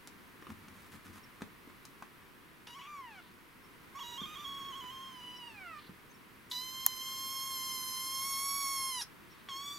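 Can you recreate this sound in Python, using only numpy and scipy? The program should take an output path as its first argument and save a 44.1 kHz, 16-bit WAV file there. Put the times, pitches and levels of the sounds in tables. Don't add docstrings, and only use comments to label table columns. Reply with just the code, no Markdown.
import sys
import numpy as np
from scipy import signal
from scipy.fft import rfft, irfft
from scipy.io import wavfile

SR = 44100
rng = np.random.default_rng(int(sys.argv[2]) if len(sys.argv) > 2 else 0)


def wav_out(sig):
    wavfile.write(sys.argv[1], SR, np.round(np.clip(np.atleast_2d(sig).T, -1, 1) * 32767).astype(np.int16))


N = 431298

# freq_hz, gain_db
ROOM_TONE_COLOUR = [(25, -9), (60, -5), (120, -2), (210, -0.5), (350, -3), (480, -8), (600, -13.5),
                    (840, -12.5), (980, -5), (1400, -7.5), (2100, -8.5), (3500, -17), (4500, -20.5),
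                    (7000, -27), (11000, -22.5), (15500, -23.5)]
# freq_hz, power_share
ROOM_TONE_SHARED = [(60, 0.24), (150, 0.22), (380, 0.47), (950, 0.4), (2380, 0.21), (5980, 0.67),
                    (15000, 0.42)]
# time_s, gain_db
ROOM_TONE_RIDE = [(0, 1.5), (1.2, 1.5), (1.9, 1), (2.5, 0), (3.5, 0), (4.5, 4), (6.2, 0.5), (7.5, 2.5),
                  (9.3, 1.5), (9.8, 2)]
# freq_hz, t60_s
ROOM_DECAY = [(150, 0.21), (1000, 0.12), (4000, 0.17), (12000, 0.085)]

# start_s, length_s, pitch_hz, level_db
PEEP_CUES = [(.4, .06, 5600, -74), (1.223, .035, 5550, -65), (3.62, .06, 5400, -71),
             (5.35, 0.042, 5500, -59), (6.088, .05, 6300, -67), (6.13, .04, 5500, -70),
             (9.297, 0.047, 5550, -65)]
# start_s, length_s, rustle_db, rumble_db
BRUSH_CUES = [(0.478, .06, -64, -51), (0.521, 0.31, -73, -60.5), (.72, 0.19, -64.5, -68),
              (0.902, 0.075, -58, -56.5), (1.042, 0.032, -58, -58), (1.06, 0.062, -66, -55.5),
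              (1.118, 0.087, -58.5, -61)]
# freq_hz, gain_db
RUSTLE_COLOUR = [(200, -20), (700, -2), (1200, 5.5), (2500, -1.5), (4500, -7), (10500, -8.5), (15000, -13)]
# freq_hz, gain_db
RUMBLE_COLOUR = [(30, -18), (60, -8), (95, 4), (140, -9), (220, 4), (350, -14), (600, -28), (2000, -45)]
# start_s, thud_db, knock_db, scuff_db, seat_pitch_ratio
BUMP_CUES = [(.073, -61, -57, -52.5, 1.5), (.423, -53.5, -55.5, -77, 1.5), (.468, -54, -54.5, -73, 1.43),
             (.502, -47, -52, -63, 1.03), (.683, -63, -60, -63, 0.91), (1.408, -58, -59, -67, 1.2),
             (1.419, -40.5, -44, -58, 1.03), (1.674, -52, -66, -75, 1.17), (1.698, -57, -60, -75, 1),
             (1.852, -74, -64, -54, 1), (2.023, -57, -49.5, -63, 0.97), (4.216, -44, -59, -75, 0.97),
             (4.839, -52, -54, -72, 1.1), (5.893, -48, -66, -78, 0.89)]
# freq_hz, gain_db, t60_s
SEAT_MODES = [(105, -17, 0.13), (168, -12, 0.074), (210.6, 5.5, 0.053), (251, 3, 0.045), (358, -2.5, 0.059)]
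# freq_hz, gain_db
KNOCK_COLOUR = [(300, -24), (700, 1.5), (1100, 10), (1550, 5), (2000, 0), (3600, -7), (5000, -17),
                (9000, -25)]
# freq_hz, gain_db
SCUFF_COLOUR = [(2000, -13), (4500, 0.5), (6000, 3.5), (8000, -4), (10500, -1.5), (13000, -15),
                (16000, -12)]
# freq_hz, gain_db, t60_s, delay_s
CLICK_MODES = [(790, -40.5, 0.036, 0.00074), (1055, -27, 0.02, 0.00086), (1820, -30.5, 0.013, 0.00056),
               (3580, -25.5, 0.0055, .0005), (5850, -15.5, 0.0055, 0.0003), (6670, -16.5, 0.0095, 0.00078),
               (7440, -20, 0.0089, 0.00047), (9260, -16.5, 0.0047, 0.00021), (10800, -6, 0.0043, 0.00011),
               (11500, -4, 0.0042, 0.000092), (12400, -9, 0.0075, .0001), (13100, -9, .004, 0.00011),
               (15200, -11, 0.0067, .0004)]

# start_s, length_s, centre_hz, width_hz, level_db
HISS_CUES = [(2.669, 0.0067, 2800, 2600, -51), (2.672, .04, 2400, 1800, -59), (2.785, .1, 2730, 550, -59),
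             (3.081, 0.25, 3780, 900, -70.5), (5.76, .14, 3700, 903, -64), (6.497, .03, 8500, 4500, -55),
             (6.513, 0.011, 3800, 500, -38), (8.1, 0.74, 3756, 450, -63), (8.118, 0.73, 5850, 500, -61),
             (8.151, 0.66, 11600, 599, -53.5), (9.015, .012, 5280, 400, -38),
             (9.011, 0.038, 1450, 500, -56), (9.27, .17, 3900, 900, -72), (9.486, .005, 2600, 1500, -47)]
# freq_hz, left_over_right_db
VOICE_PAN = [(400, 0), (1000, -1), (2400, -0.5), (5000, 1.5), (12000, 2.5)]
# start_s, end_s, pitch_ratio, roughness_share
REGISTER_BREAKS = [(2.79, 2.815, 0.87, .36), (2.822, 2.869, .96, .4), (3.99, 4.003, 0.84, 0.35),
                   (4.031, 4.178, 0.89, 0.15), (4.207, 4.233, 1.1, .2), (4.258, 4.357, 1.136, 0.22),
                   (4.378, 4.445, 1.08, 0.2), (4.721, 4.747, 0.93, .13), (4.808, 4.905, .935, 0.09),
                   (9.011, 9.059, 0.87, .65)]
# time_s, pitch_hz
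SHORT_MELODY = [(2.668, 947), (2.735, 967), (2.765, 1109), (2.88, 1188), (2.93, 1187), (3.0, 1086),
                (3.203, 701)]
SLIDING_MELODY = [(3.943, 1065), (3.985, 1158), (4.025, 1078), (4.25, 1073), (4.5, 1109), (4.72, 1097),
                  (4.92, 1061), (5.09, 1056), (5.2, 986.6), (5.38, 988), (5.48, 945), (5.65, 714),
                  (5.765, 598), (5.805, 590)]
LONG_MELODY = [(6.53, 994.0), (6.54, 996.1), (6.55, 985.3), (6.6, 1003), (6.63, 1020), (6.71, 1031),
               (6.8, 1052), (6.85, 1054), (6.91, 1030), (7.06, 1051), (7.4, 1070), (7.47, 1069),
               (7.62, 1046), (7.67, 1052), (7.91, 1035), (8.33, 1087), (8.41, 1091), (8.43, 1099),
               (8.6, 1117), (8.9, 1062), (8.94, 1015), (8.96, 1017), (9.0, 943)]
LAST_MELODY = [(9.49, 1130), (9.53, 1054), (9.596, 1113), (9.644, 1136), (9.78, 1160)]
# time_s, first_resonance_db, second_resonance_db, press_db, second_resonance_hz, mouth_ratio
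SHORT_VOWEL = [(2.668, -58, -57, -11.5, 3117, 0.9), (2.745, -58, -55, -13.6, 3101, 0.95),
               (2.77, -50.4, -57.8, -16.2, 2564, 0.94), (2.81, -53, -55, -16, 2896, 0.99),
               (2.87, -50.8, -57.2, -18.1, 2614, 1.0), (2.97, -47.4, -58.0, -15.3, 2465, 1.0),
               (3.05, -49.3, -58.5, -28, 2630, 0.85), (3.15, -59, -59.5, -26, 2370, 0.88),
               (3.2, -52.5, -61.7, -25, 2470, 0.84)]
SLIDING_VOWEL = [(3.943, -49, -57.1, -14.1, 2314, 1.04), (4.015, -47, -46, -8, 3360, 1.04),
                 (4.1, -49.5, -45.5, -8, 3450, 1.1), (4.32, -52, -45, -11, 2990, 1.04),
                 (4.53, -49.7, -46.5, -11.5, 3360, 1.02), (4.8, -49.5, -50, -12.5, 2991, 1.04),
                 (5.18, -53.5, -57, -14.5, 3185, 0.89), (5.28, -56, -50.5, -13.5, 2903, 0.83),
                 (5.5, -54, -55, -15.8, 2860, 0.77), (5.52, -62.5, -54, -19, 2220, 0.72),
                 (5.66, -46.9, -54, -23, 2346, 0.71), (5.805, -52.5, -57.5, -18.0, 2183, 0.67)]
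LONG_VOWEL = [(6.512, -51, -42.5, 0, 3840, 1.02), (6.59, -53, -42.5, -0.2, 3970, 1.01),
              (6.66, -53, -47.5, -0.4, 3590, 1.0), (7.05, -51.5, -46, 2.5, 3550, 0.99),
              (7.35, -48.5, -46, 5.5, 3520, 0.97), (8.08, -47.5, -46, 7, 3660, 0.93),
              (8.24, -46, -48.5, 8.7, 2727, 0.937), (8.62, -43, -48, 10.5, 2594, 0.94),
              (8.88, -44.5, -47.5, 9, 2680, 0.91), (9.01, -47.5, -45.5, 5, 3610, 0.87),
              (9.035, -60, -57, 7, 3100, 0.89)]
LAST_VOWEL = [(9.486, -49.4, -44.7, -6, 3260, 0.97), (9.55, -48, -47.5, -1.0, 3660, 1.03),
              (9.69, -50, -43.5, -1.7, 3679, 1.13), (9.78, -55, -48.5, -2.8, 4146, 1.14)]
# start_s, end_s, attack_s, release_s, left_over_right_db, onset_roughness_share,
# held_roughness_share, tremble_db, resonance_width_ratio, fourth_resonance_db (at zero press)
MEW_CUES = [(2.668, 3.207, .002, .006, 1, 0.67, 0.16, 1.5, .88, -55),
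            (3.94, 5.813, 0.017, 0.017, -3.5, 0.4, .1, 2, 0.64, -55),
            (6.512, 9.046, 0.0017, 0.025, -3.5, 0.56, .05, 1.23, 1.166, -57.5),
            (9.486, 9.8, .0015, .005, -1.5, .4, 0.03, 2.1, 0.9, -62.5)]


def gain_of(db):
    return 10 ** (np.asarray(db) / 20)


def unit_rms(x):
    return x / np.sqrt(np.mean(x ** 2) + 1e-20)


def curve_at(points, hz):
    freqs, values = np.transpose(points)
    return np.interp(np.log(hz + 1), np.log(freqs + 1), values)


def automation(rows, t):
    times, *lanes = np.transpose(rows)
    return [np.interp(t, np.sort(times), lane) for lane in lanes]


def add(bus, start_s, sound):
    part = bus[..., max(round(start_s * SR), 0):][..., :sound.shape[-1]]
    part += sound[..., :part.shape[-1]]


def noise(colour, size):
    eq = gain_of(curve_at(colour, np.fft.rfftfreq(size, 1 / SR)))
    return unit_rms(irfft(rfft(rng.standard_normal(size)) * eq, size))


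def wobble(hz, size):
    lowpass = signal.butter(2, hz, fs=SR, output="sos")
    return unit_rms(signal.sosfilt(lowpass, rng.standard_normal(size)))


def placed(x, pan_curve, lag_s):
    hz = np.fft.rfftfreq(N, 1 / SR)
    lean = gain_of(curve_at(pan_curve, hz) / 2) * np.exp(1j * np.pi * hz * lag_s)
    return irfft(rfft(x) * np.array([lean, 1 / lean]), N)


def room_tone(base_db=-57.5):
    share = np.clip(curve_at(ROOM_TONE_SHARED, np.fft.rfftfreq(N, 1 / SR)), 0, 1)
    centre = rfft(noise(ROOM_TONE_COLOUR, N))
    sides = rfft([noise(ROOM_TONE_COLOUR, N), noise(ROOM_TONE_COLOUR, N)])
    bed = irfft(np.sqrt(share) * centre + np.sqrt(1 - share) * sides, N)
    return bed * gain_of(base_db + automation(ROOM_TONE_RIDE, np.arange(N) / SR)[0])


def room_reverb(x, wet_db, predelay_s=.003, echoes_per_s=2500):
    shape = 2, SR // 3
    echoes = rng.standard_normal(shape) * (rng.random(shape) < echoes_per_s / SR)
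    echoes[:, :int(predelay_s * SR)] = 0
    hz, t, spectrum = signal.stft(echoes, SR, nperseg=256)
    decay = gain_of(-60 * t / curve_at(ROOM_DECAY, hz)[:, None])
    tail = signal.istft(spectrum * decay, SR, nperseg=256)[1]
    tail /= np.linalg.norm(tail, axis=1, keepdims=True)
    return gain_of(wet_db) * signal.fftconvolve(x.mean(0)[None], tail, axes=1)[:, :N]


def peep(length_s, pitch_hz, level_db, waver=.016):
    size = int(length_s * SR)
    cycles = np.cumsum(pitch_hz * (1 + waver * wobble(300, size))) / SR
    return gain_of(level_db) * np.sqrt(2) * np.hanning(size) * np.sin(2 * np.pi * cycles)


def fur_brush(length_s, rustle_db, rumble_db, grain_db=3):
    size = int(length_s * SR)
    rustle = unit_rms(noise(RUSTLE_COLOUR, size) * gain_of(grain_db * wobble(250, size)))
    rumble = noise(RUMBLE_COLOUR, size)
    return (gain_of(rustle_db) * rustle + gain_of(rumble_db) * rumble) * signal.windows.tukey(size, .5)


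def paw_bump(thud_db, knock_db, scuff_db, pitch_ratio, knock_t60_s=.028, scuff_t60_s=.023):
    thud_trim_db, noise_trim_db = 2, 10
    t = np.arange(SR // 4) / SR
    ring = sum(gain_of(db - 60 * t / t60) * np.sin(2 * np.pi * hz * pitch_ratio * t)
               for hz, db, t60 in SEAT_MODES)
    thud = ring * gain_of(thud_db + thud_trim_db) * np.minimum(t / .0026, 1)
    knock = noise(KNOCK_COLOUR, len(t)) * gain_of(knock_db + noise_trim_db - 60 * t / knock_t60_s)
    scuff = noise(SCUFF_COLOUR, len(t)) * gain_of(scuff_db + noise_trim_db - 60 * t / scuff_t60_s)
    return (thud + knock + scuff) * np.minimum(t / .001, 1)


def click(attack_s=.0003):
    t = np.arange(SR // 20) / SR
    ring = np.zeros(len(t))
    for hz, db, t60, delay in CLICK_MODES:
        age = np.maximum(t - delay, 0)
        envelope = gain_of(db - 60 * age / t60) * np.minimum(age / attack_s, 1)
        ring += envelope * np.sin(2 * np.pi * hz * age)
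    low_cut = signal.butter(4, 650, "high", fs=SR, output="sos")
    return signal.sosfilt(low_cut, ring)


def breath_hiss(length_s, centre_hz, width_hz, level_db, gust_db=2):
    size = int(length_s * SR)
    hz = np.fft.rfftfreq(size, 1 / SR)
    band = irfft(rfft(rng.standard_normal(size)) / (1 + ((hz - centre_hz) / width_hz) ** 4), size)
    gusts = gain_of(gust_db * wobble(50, size))
    return gain_of(level_db) * unit_rms(band * gusts) * signal.windows.tukey(size, .4)


def throat(hz, t, vowel, damping, fourth_db):
    first_db, second_db, press_db, second_hz, mouth = automation(vowel, t)
    centres_hz = 1180, second_hz, 5910 * mouth, 11850 * mouth
    widths_hz = 800 * damping, 770 * damping, 1980 * damping ** .25, 1580 * damping ** .25
    levels_db = first_db, second_db, -55 + press_db, fourth_db + 1.41 * press_db
    power = sum(gain_of(db) ** 2 / (1 + ((hz - centre) / width) ** 2) ** 3
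                for centre, width, db in zip(centres_hz, widths_hz, levels_db))
    low_cut = 1 / (1 + (800 / (hz + 1)) ** 10)
    notch_db = -8.4 * np.exp(-((hz - 14140 * mouth) / 550) ** 2)
    return gain_of(notch_db) * np.sqrt(power * low_cut)


def rasp(t, cycles, throat_shape, puff_depth=.52):
    puffs = rng.standard_normal(len(t)) * (1 + puff_depth * np.cos(2 * np.pi * cycles))
    hz, frame_s, spectrum = signal.stft(puffs, SR, nperseg=256)
    hz = hz[:, None]
    tilt_db = curve_at(((1000, -7), (3000, -1.2), (6000, 1), (11000, 2), (15000, 3)), hz)
    spectrum = spectrum * throat(hz, t[0] + frame_s, *throat_shape) * gain_of(tilt_db)
    return signal.istft(spectrum, SR, nperseg=256)[1][:len(t)]


def vocal_folds(t, melody, onset_rough, held_rough, waver=.0035, settle_s=.016, fail_s=.02, crack_s=.004):
    pitch = automation(melody, t)[0] * (1 + waver * wobble(24, len(t)))
    rough = held_rough + onset_rough * np.exp((t[0] - t) / settle_s) + .35 * np.exp((t - t[-1]) / fail_s)
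    for start, end, pitch_ratio, break_rough in REGISTER_BREAKS:
        inside = np.clip(np.minimum(t - start, end - t) / crack_s + .5, 0, 1)
        pitch = pitch * pitch_ratio ** inside
        edge_rattle = .24 * np.exp(-np.minimum(abs(t - start), abs(t - end)) / crack_s)
        rough = np.maximum(rough, np.maximum(break_rough * inside, edge_rattle))
    return pitch, np.clip(rough, 0, 1)


def mew(melody, vowel, start_s, end_s, attack_s, release_s, left_db, onset_rough, held_rough,
        tremble_db, damping, fourth_db, rasp_db=15, shimmer_db=4.5):
    t = np.arange(start_s, end_s, 1 / SR)
    step = 32
    size, control_t = len(t), t[::step]
    throat_shape = vowel, damping, fourth_db
    pitch, rough = vocal_folds(t, melody, onset_rough, held_rough)
    jitter = .0022 * tremble_db * wobble(60, size) + (.0024 + .03 * rough) * wobble(230, size)
    cycles = np.cumsum(pitch * (1 + jitter)) / SR
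    tone = np.zeros(size)
    for k in range(1, 16):
        quiver = .85 * wobble(47 * step, len(control_t))
        swell = .8 * wobble(12 * step, len(control_t))
        flutter = gain_of(tremble_db * min(k / 3, 1) * (quiver + swell))
        resonance = throat(k * pitch[::step], control_t, *throat_shape)
        level = np.interp(t, control_t, flutter * resonance)
        tone += np.sqrt(2) * level * np.cos(2 * np.pi * (k * cycles + rng.random()))
    cry = np.sqrt(1 - rough ** 2) * tone + rough * gain_of(rasp_db) * rasp(t, cycles, throat_shape)
    envelope = np.clip((t - start_s) / attack_s, 0, 1) * np.clip((end_s - t) / release_s, 0, 1)
    shimmer = gain_of(shimmer_db * rough * wobble(90, size))
    pan = gain_of([[left_db / 2], [-left_db / 2]])
    return cry * envelope * shimmer * pan


def scene():
    voice, foley, snap = np.zeros((3, 2, N))
    melodies = SHORT_MELODY, SLIDING_MELODY, LONG_MELODY, LAST_MELODY
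    vowels = SHORT_VOWEL, SLIDING_VOWEL, LONG_VOWEL, LAST_VOWEL
    for melody, vowel, (start_s, *settings) in zip(melodies, vowels, MEW_CUES):
        add(voice, start_s, mew(melody, vowel, start_s, *settings))
    for start_s, *settings in HISS_CUES:
        add(voice, start_s, breath_hiss(*settings))
    for source, cues in (paw_bump, BUMP_CUES), (fur_brush, BRUSH_CUES), (peep, PEEP_CUES):
        for start_s, *settings in cues:
            add(foley, start_s, source(*settings))
    add(snap, start_s=6.8636, sound=click())
    direct = placed(voice, VOICE_PAN, lag_s=2e-6) + foley
    direct += placed(snap, pan_curve=[(1000, -2.2), (12000, 0)], lag_s=13e-6)
    reverb = room_reverb(snap, wet_db=-20) + room_reverb(voice, wet_db=-11.5)
    reverb += room_reverb(foley, wet_db=-6.5)
    return direct + reverb + room_tone()


def record(dry, cutoff_hz=15900):
    high_cut = signal.firwin(511, cutoff_hz, window=("kaiser", 9), fs=SR)
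    return signal.oaconvolve(dry, high_cut[None], "same")


dry = scene()
out = record(dry)
wav_out(out)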